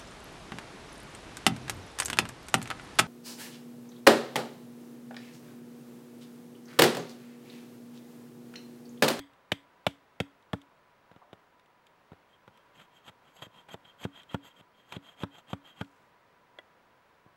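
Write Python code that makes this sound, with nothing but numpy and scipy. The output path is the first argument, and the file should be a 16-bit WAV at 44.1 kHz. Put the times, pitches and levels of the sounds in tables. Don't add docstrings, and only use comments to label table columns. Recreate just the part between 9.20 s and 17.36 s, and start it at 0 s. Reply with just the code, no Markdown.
import sys
import numpy as np
from scipy import signal
from scipy.fft import rfft, irfft, next_fast_len
from scipy.io import wavfile
from scipy.ndimage import map_coordinates

SR = 44100
rng = np.random.default_rng(int(sys.argv[2]) if len(sys.argv) > 2 else 0)


def pcm_store(signal):
    levels = np.round(np.clip(np.atleast_2d(signal), -1, 1) * 32767)
    wavfile.write(sys.argv[1], SR, levels.astype(np.int16).T)


N = 359856
T = np.arange(SR // 2) / SR
TIME = np.arange(N) / SR


def amp(db):
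    return 10 ** (np.asarray(db) / 20)


def unit(x):
    return x / np.sqrt(np.mean(x ** 2) + 1e-20)


def along(points, hz):
    f, v = np.transpose(points)
    return np.interp(np.log(hz + 1), np.log(f + 1), v)


def add(track, s, sound):
    start = round(s * SR)
    part = sound[max(-start, 0):N - start]
    track[max(start, 0):][:len(part)] += part


def wobble(rate):
    return map_coordinates(rng.standard_normal(int(N * rate / SR) + 4), [TIME * rate])


def filtered(x, response):
    size = 2 * next_fast_len(len(x) // 2 + 4096)
    return irfft(rfft(x, size) * response(np.fft.rfftfreq(size, 1 / SR)), size)[:len(x)]


def coloured(x, points):
    def response(hz):
        cepstrum = irfft(np.log(amp(along(points, hz))))
        half = len(cepstrum) // 2
        return np.exp(rfft(np.r_[cepstrum[0], 2 * cepstrum[1:half], np.zeros(half)]))
    return filtered(x, response)


def resonant(modes):
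    def response(f):
        return sum(amp(db) * abs(f * width / (hz * hz - f * f + 1j * f * width)) ** 2
                   for hz, width, db in modes)
    return unit(filtered(rng.standard_normal(N), response))


def blow_sized(x):
    return x / np.sqrt(np.sum(x ** 2) / (SR / 50))


def burst(spectrum, t60):
    return blow_sized(coloured(rng.standard_normal(len(T)) * amp(-60 * T / t60), spectrum))


def slips(rate, spread_db, smooth):
    sizes = rng.standard_normal(N) * amp(spread_db * rng.standard_normal(N))
    return unit(sizes * (rng.random(N) < rate / SR)) + smooth * rng.standard_normal(N)


# start in seconds, then thud, knock and crack levels in dB.
CHOP_BLOWS = [(-0.025, -26.5, -29, -25), (0.3184, -34, -31.5, -28.5), (0.666, -31, -26, -30),
              (1.002, -30.5, -35, -34), (1.332, -30.5, -34, -42.5)]

def chops(split_s=0.00319):
    return [(s, split_s, thud_db, knock_db, crack_db) for s, thud_db, knock_db, crack_db in CHOP_BLOWS]


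# frequency in Hz, gain in dB.
THUD_SPECTRUM = [(25, -35), (50, -24.5), (75, -7.5), (110, 0.5), (180, 1), (260, -5), (400, -6), (700, -14),
                 (1500, -42), (4000, -81.5)]

def thud(push_s=0.00039, rebound_s=0.01084, rebound=0.25):
    def pulse(onset, width):
        t = np.maximum(T - onset, 0)
        return t / width ** 2 * np.exp(-t / width)
    force = pulse(.0006, push_s / 2) + rebound * pulse(rebound_s, push_s)
    return blow_sized(coloured(force, THUD_SPECTRUM))


# frequency in Hz, gain in dB.
KNOCK_SPECTRUM = [(120, -40), (350, -0.5), (620, 1), (900, -3.5), (1200, -8), (1430, -3.5), (1800, -15),
                  (4000, -54)]
CRACK_SPECTRUM = [(900, -30.5), (1700, -2), (2000, 0), (2650, 0.5), (3350, 2), (3750, 0.5), (4200, -13.5),
                  (7000, -37)]
SPLINTER_SPECTRUM = [(2500, -2), (4300, 3), (5500, 1.5), (7900, 2), (9500, -6.5), (11500, -3),
                     (15500, -15.5)]
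# frequency in Hz, width in Hz, level in dB.
HEAD_MODES = [(2046, 360, -1.5), (3310, 335, 1), (4740, 300, -15), (6470, 412, -22.5), (8050, 440, -14.5),
              (11170, 400, -23.5), (12400, 450, -23)]

def impacts(blows, crush_t60=0.024, head_t60=0.27, head_db=-23, ring_hz=281, ring_t60=0.25, firm_db=-41):
    out, steel = np.zeros(N), resonant(HEAD_MODES)
    for s, thud_delay_s, thud_db, knock_db, crack_db in blows:
        knock = amp(knock_db) * burst(KNOCK_SPECTRUM, 1.37 * crush_t60)
        crack = amp(crack_db) * burst(CRACK_SPECTRUM, crush_t60)
        splinters = amp(crack_db - 13.5) * burst(SPLINTER_SPECTRUM, 1.4 * crush_t60)
        head = amp(crack_db + head_db - 60 * T / head_t60) * np.roll(steel, rng.integers(N))[:len(T)]
        ring_db = thud_db - 8.5 - 0.72 * max(firm_db - thud_db, 0)
        ring_envelope = amp(ring_db - 60 * T / ring_t60) * (1 - np.exp(-T / .003))
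        ring = ring_envelope * np.sin(2 * np.pi * ring_hz * T)
        add(out, s, knock + crack + splinters + head)
        add(out, s + thud_delay_s, amp(thud_db) * thud() - ring)
    return out


# frequency in Hz, reverberation time in seconds.
FOREST_DECAY = [(100, 0.14), (500, 0.23), (2000, 0.22), (6000, 0.26), (14000, 0.22)]

def forest(x):
    out, step = np.zeros(N), SR // 3
    for start in range(0, N, step):
        hz, t, spectra = signal.stft(rng.standard_normal(SR // 2), SR, nperseg=256)
        decay = amp(-60 * t / along(FOREST_DECAY, hz)[:, None])
        tail = signal.istft(spectra * decay, SR)[1][:len(T)] * (1 - np.exp(-T / 0.003))
        add(out, start / SR, signal.fftconvolve(x[start:start + step], tail / np.linalg.norm(tail)))
    return coloured(out, [(80, -19.5), (250, -21.0), (600, -28.5), (1500, -22), (3400, -23.5),
                          (8000, -20.5), (14000, -20.5)])


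# frequency in Hz, gain in dB.
AIR_SPECTRUM = [(20, -20), (60, -18), (130, -10), (300, -12), (550, -8.5), (800, -10.5), (1200, -10),
                (1550, -12), (2500, -19), (4000, -26.5), (8000, -37.5), (15000, -40)]

def background(air_db=-65, drone_hz=980, drone_db=-72, whine_hz=15665, whine_db=-93):
    air_gain = amp(air_db + 0.25 * wobble(2.2) + 0.448 * wobble(7.7))
    air = air_gain * unit(coloured(rng.standard_normal(N), AIR_SPECTRUM))
    drone = amp(drone_db + 1.2 * wobble(2.84)) * resonant([(drone_hz, 76, 0)])
    whine = amp(whine_db) * np.sqrt(2) * np.sin(2 * np.pi * whine_hz * TIME)
    return air + drone + whine


# start in seconds, level in dB before the offset snap_db.
LITTER_SNAPS = [(0.134, -61), (1.225, -63), (1.4163, -52.5), (2.396, -60.5), (2.459, -62), (2.6673, -54.5),
                (3.374, -57), (4.8414, -38.5), (5.0194, -57), (5.0327, -52.5), (6.6453, -56.5)]

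def litter(snap_db=-19, settle_db=-69):
    out = np.zeros(N)
    for s, db in LITTER_SNAPS:
        snap = burst(SPLINTER_SPECTRUM, 0.024) + 2.4 * burst(CRACK_SPECTRUM, 0.031)
        add(out, s, amp(db + snap_db) * snap)
    settling = np.interp(TIME, [6.6, 6.63, 6.73, 6.81, 6.9], [0.027, 0.47, 0.19, 0.26, 0.018])
    crackle = unit(coloured(slips(1500, 3.8, 0.44), SPLINTER_SPECTRUM))
    return out + amp(settle_db) * settling * crackle


# start in seconds, thud level in dB, crack level in dB.
HANDLING_BUMPS = [(1.914, -58.5, -69.5), (1.962, -57.5, -71), (2.13, -53, -59), (2.918, -49, -70.5),
                  (2.931, -56.5, -70), (3.278, -57.5, -65), (8.062, -60, -83)]

def bumps(knock_lift_db=4):
    return [(s, 0, thud_db, (thud_db + crack_db) / 2 + knock_lift_db, crack_db)
            for s, thud_db, crack_db in HANDLING_BUMPS]


def far_knock(s=2.017, db=-55, echo_db=-3):
    out, hollow = np.zeros(N), [(300, -37), (600, 9), (780, 5), (1050, 6), (1500, -16), (4000, -47)]
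    add(out, s, amp(db) * (burst(hollow, t60=0.12) + amp(echo_db) * burst(hollow, t60=0.99)))
    return out


# middle in seconds, level in dB, bite from 0 (gliding) to 1 (cutting).
BLADE_GLIDES = [(3.13, -65.5, 0.4), (3.37, -69, 0.3), (3.595, -55, 0.76), (3.765, -61.5, 0.26),
                (4.085, -66, 0.76), (4.205, -55, 0.7), (4.375, -55, 0.45), (4.685, -59.5, 0.3),
                (4.976, -52.5, 0.22), (5.27, -53.5, 0.36), (5.595, -63.5, 0.3), (5.72, -59.5, 0.5),
                (5.883, -53, 0.48), (6.16, -56, 0.44), (6.483, -54, 0.21)]

def glides(rise_s=0.067, hold_s=0.026, fall_s=0.07):
    return [(s - hold_s / 2, rise_s, hold_s, fall_s, db, bite) for s, db, bite in BLADE_GLIDES]


# frequency in Hz, width in Hz, level in dB.
BLADE_MODES = [(1450, 400, -18), (1940, 140, -15), (2700, 400, -18), (3200, 100, 0), (3480, 350, -20),
               (3950, 200, -23)]
SHEEN_MODES = [(4620, 250, -7), (6460, 200, 0), (6900, 300, -8), (7590, 280, 0), (11360, 260, -4),
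               (12500, 260, -2)]

def shaving(strokes, swell=1.77, steel_db=-1.5, sheen_db=-16, fibre_db=-1.5, snap_db=-10):
    gliding, cutting = np.zeros(N), np.zeros(N)
    for s, rise, hold, fall, db, bite in strokes:
        pressure = amp(db) * np.interp(TIME - s, [-rise, 0, hold, hold + fall], [0, 1, 1, 0]) ** swell
        cutting_share = np.clip(bite, 0, .85)
        gliding += pressure * np.sqrt(1 - cutting_share)
        cutting += pressure * np.sqrt(cutting_share)
    chatter = amp(3 * wobble(110))
    steel = amp(steel_db + 3 * wobble(60)) * resonant(BLADE_MODES)
    sheen = amp(sheen_db + 5 * wobble(25)) * resonant(SHEEN_MODES)
    return gliding * steel + cutting * (sheen + chatter * tearing(fibre_db, snap_db))


# frequency in Hz, gain in dB.
FIBRE_SPECTRUM = [(50, -17.5), (160, 7.5), (380, -2), (700, 4.5), (1400, 0), (2000, -6.5), (3300, -2),
                  (4300, -15.5), (5500, -22), (7900, -17.5), (9200, -23), (12500, -28), (15500, -31)]

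def tearing(fibre_db, snap_db):
    snap_spectrum = [(200, -8), (1400, 2), (3000, 1), (4500, -37), (9000, -42)]
    fibres = unit(coloured(slips(3000, 2.9, 0.85), FIBRE_SPECTRUM))
    snaps = unit(coloured(slips(400, 3.3, 0), snap_spectrum))
    return amp(fibre_db) * fibres + amp(snap_db) * snaps


# landing time in seconds, then scrape, thud and knock levels in dB.
DOWNWARD_CUTS = [(3.895, -52, -57.5, -62.5), (4.267, -55, -54.5, -71), (4.542, -48.5, -46.5, -45.5),
                 (4.851, -45, -32.5, -43.5), (5.1442, -48, -30.5, -36.5), (5.409, -55.5, -60, -72),
                 (5.766, -49, -39.5, -47), (6.034, -47.5, -32.5, -37.5), (6.3313, -49.5, -33.5, -37),
                 (6.6116, -53, -34.5, -38)]

def cuts(rise_s=0.068, hold_s=0.013, stop_s=0.0091, bite=0.62):
    strokes = [(s - hold_s, rise_s, hold_s, stop_s, db, bite) for s, db, _, _ in DOWNWARD_CUTS]
    blows = [(s, 0, thud_db, knock_db, knock_db - 9.5) for s, _, thud_db, knock_db in DOWNWARD_CUTS]
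    return strokes, blows


# start in seconds, crack level in dB, tearing level in dB.
GRAIN_CATCHES = [(4.165, -66, -63), (4.221, -59.5, -43), (4.486, -68, -59), (4.651, -73, -63),
                 (5.7232, -47, -45.5), (6.003, -59, -58), (6.183, -63, -55)]

def catches(tear_s=0.027, bite=0.37):
    strokes = [(s, .002, .002, tear_s, db, bite) for s, _, db in GRAIN_CATCHES]
    blows = [(s, 0, db - 8.5, db - 5.5, crack_db) for s, crack_db, db in GRAIN_CATCHES]
    return strokes, blows


# frequency in Hz, level in dB, 60 dB decay time in seconds.
STICK_MODES = [(800, -11, .025), (1034, -5, .03), (1720, -3, .02), (1975, -3, .045), (2830, -14, .04),
               (3320, 0, .022)]

def stick(buzz_s=6.619, buzz_hz=1430, buzz_db=-36, buzz_t60=.04, clack_s=7.387, ring_db=-38):
    out, attack = np.zeros(N), 1 - np.exp(-T / .0003)
    add(out, buzz_s, amp(buzz_db - 60 * T / buzz_t60) * attack * np.sin(2 * np.pi * buzz_hz * T))
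    ring = sum(amp(db + rng.normal(0, 1) - 60 * T / t60) * np.sin(2 * np.pi * hz * T)
               for hz, db, t60 in STICK_MODES)
    contact = amp(-50) * burst(KNOCK_SPECTRUM, 0.033) + amp(-72) * burst(SPLINTER_SPECTRUM, 0.028)
    add(out, clack_s, amp(ring_db) * attack * ring + contact)
    return out


def scene():
    cut_strokes, cut_blows = cuts()
    catch_strokes, catch_blows = catches()
    work = impacts(chops() + cut_blows + catch_blows + bumps()) + stick()
    work += shaving(cut_strokes + catch_strokes + glides()) + litter()
    return (work + forest(work) + far_knock() + background())[None]


def record(dry, top_hz=15850):
    return np.array([filtered(channel, lambda hz: hz < top_hz) for channel in dry])


dry = scene()
out = record(dry)
pcm_store(out)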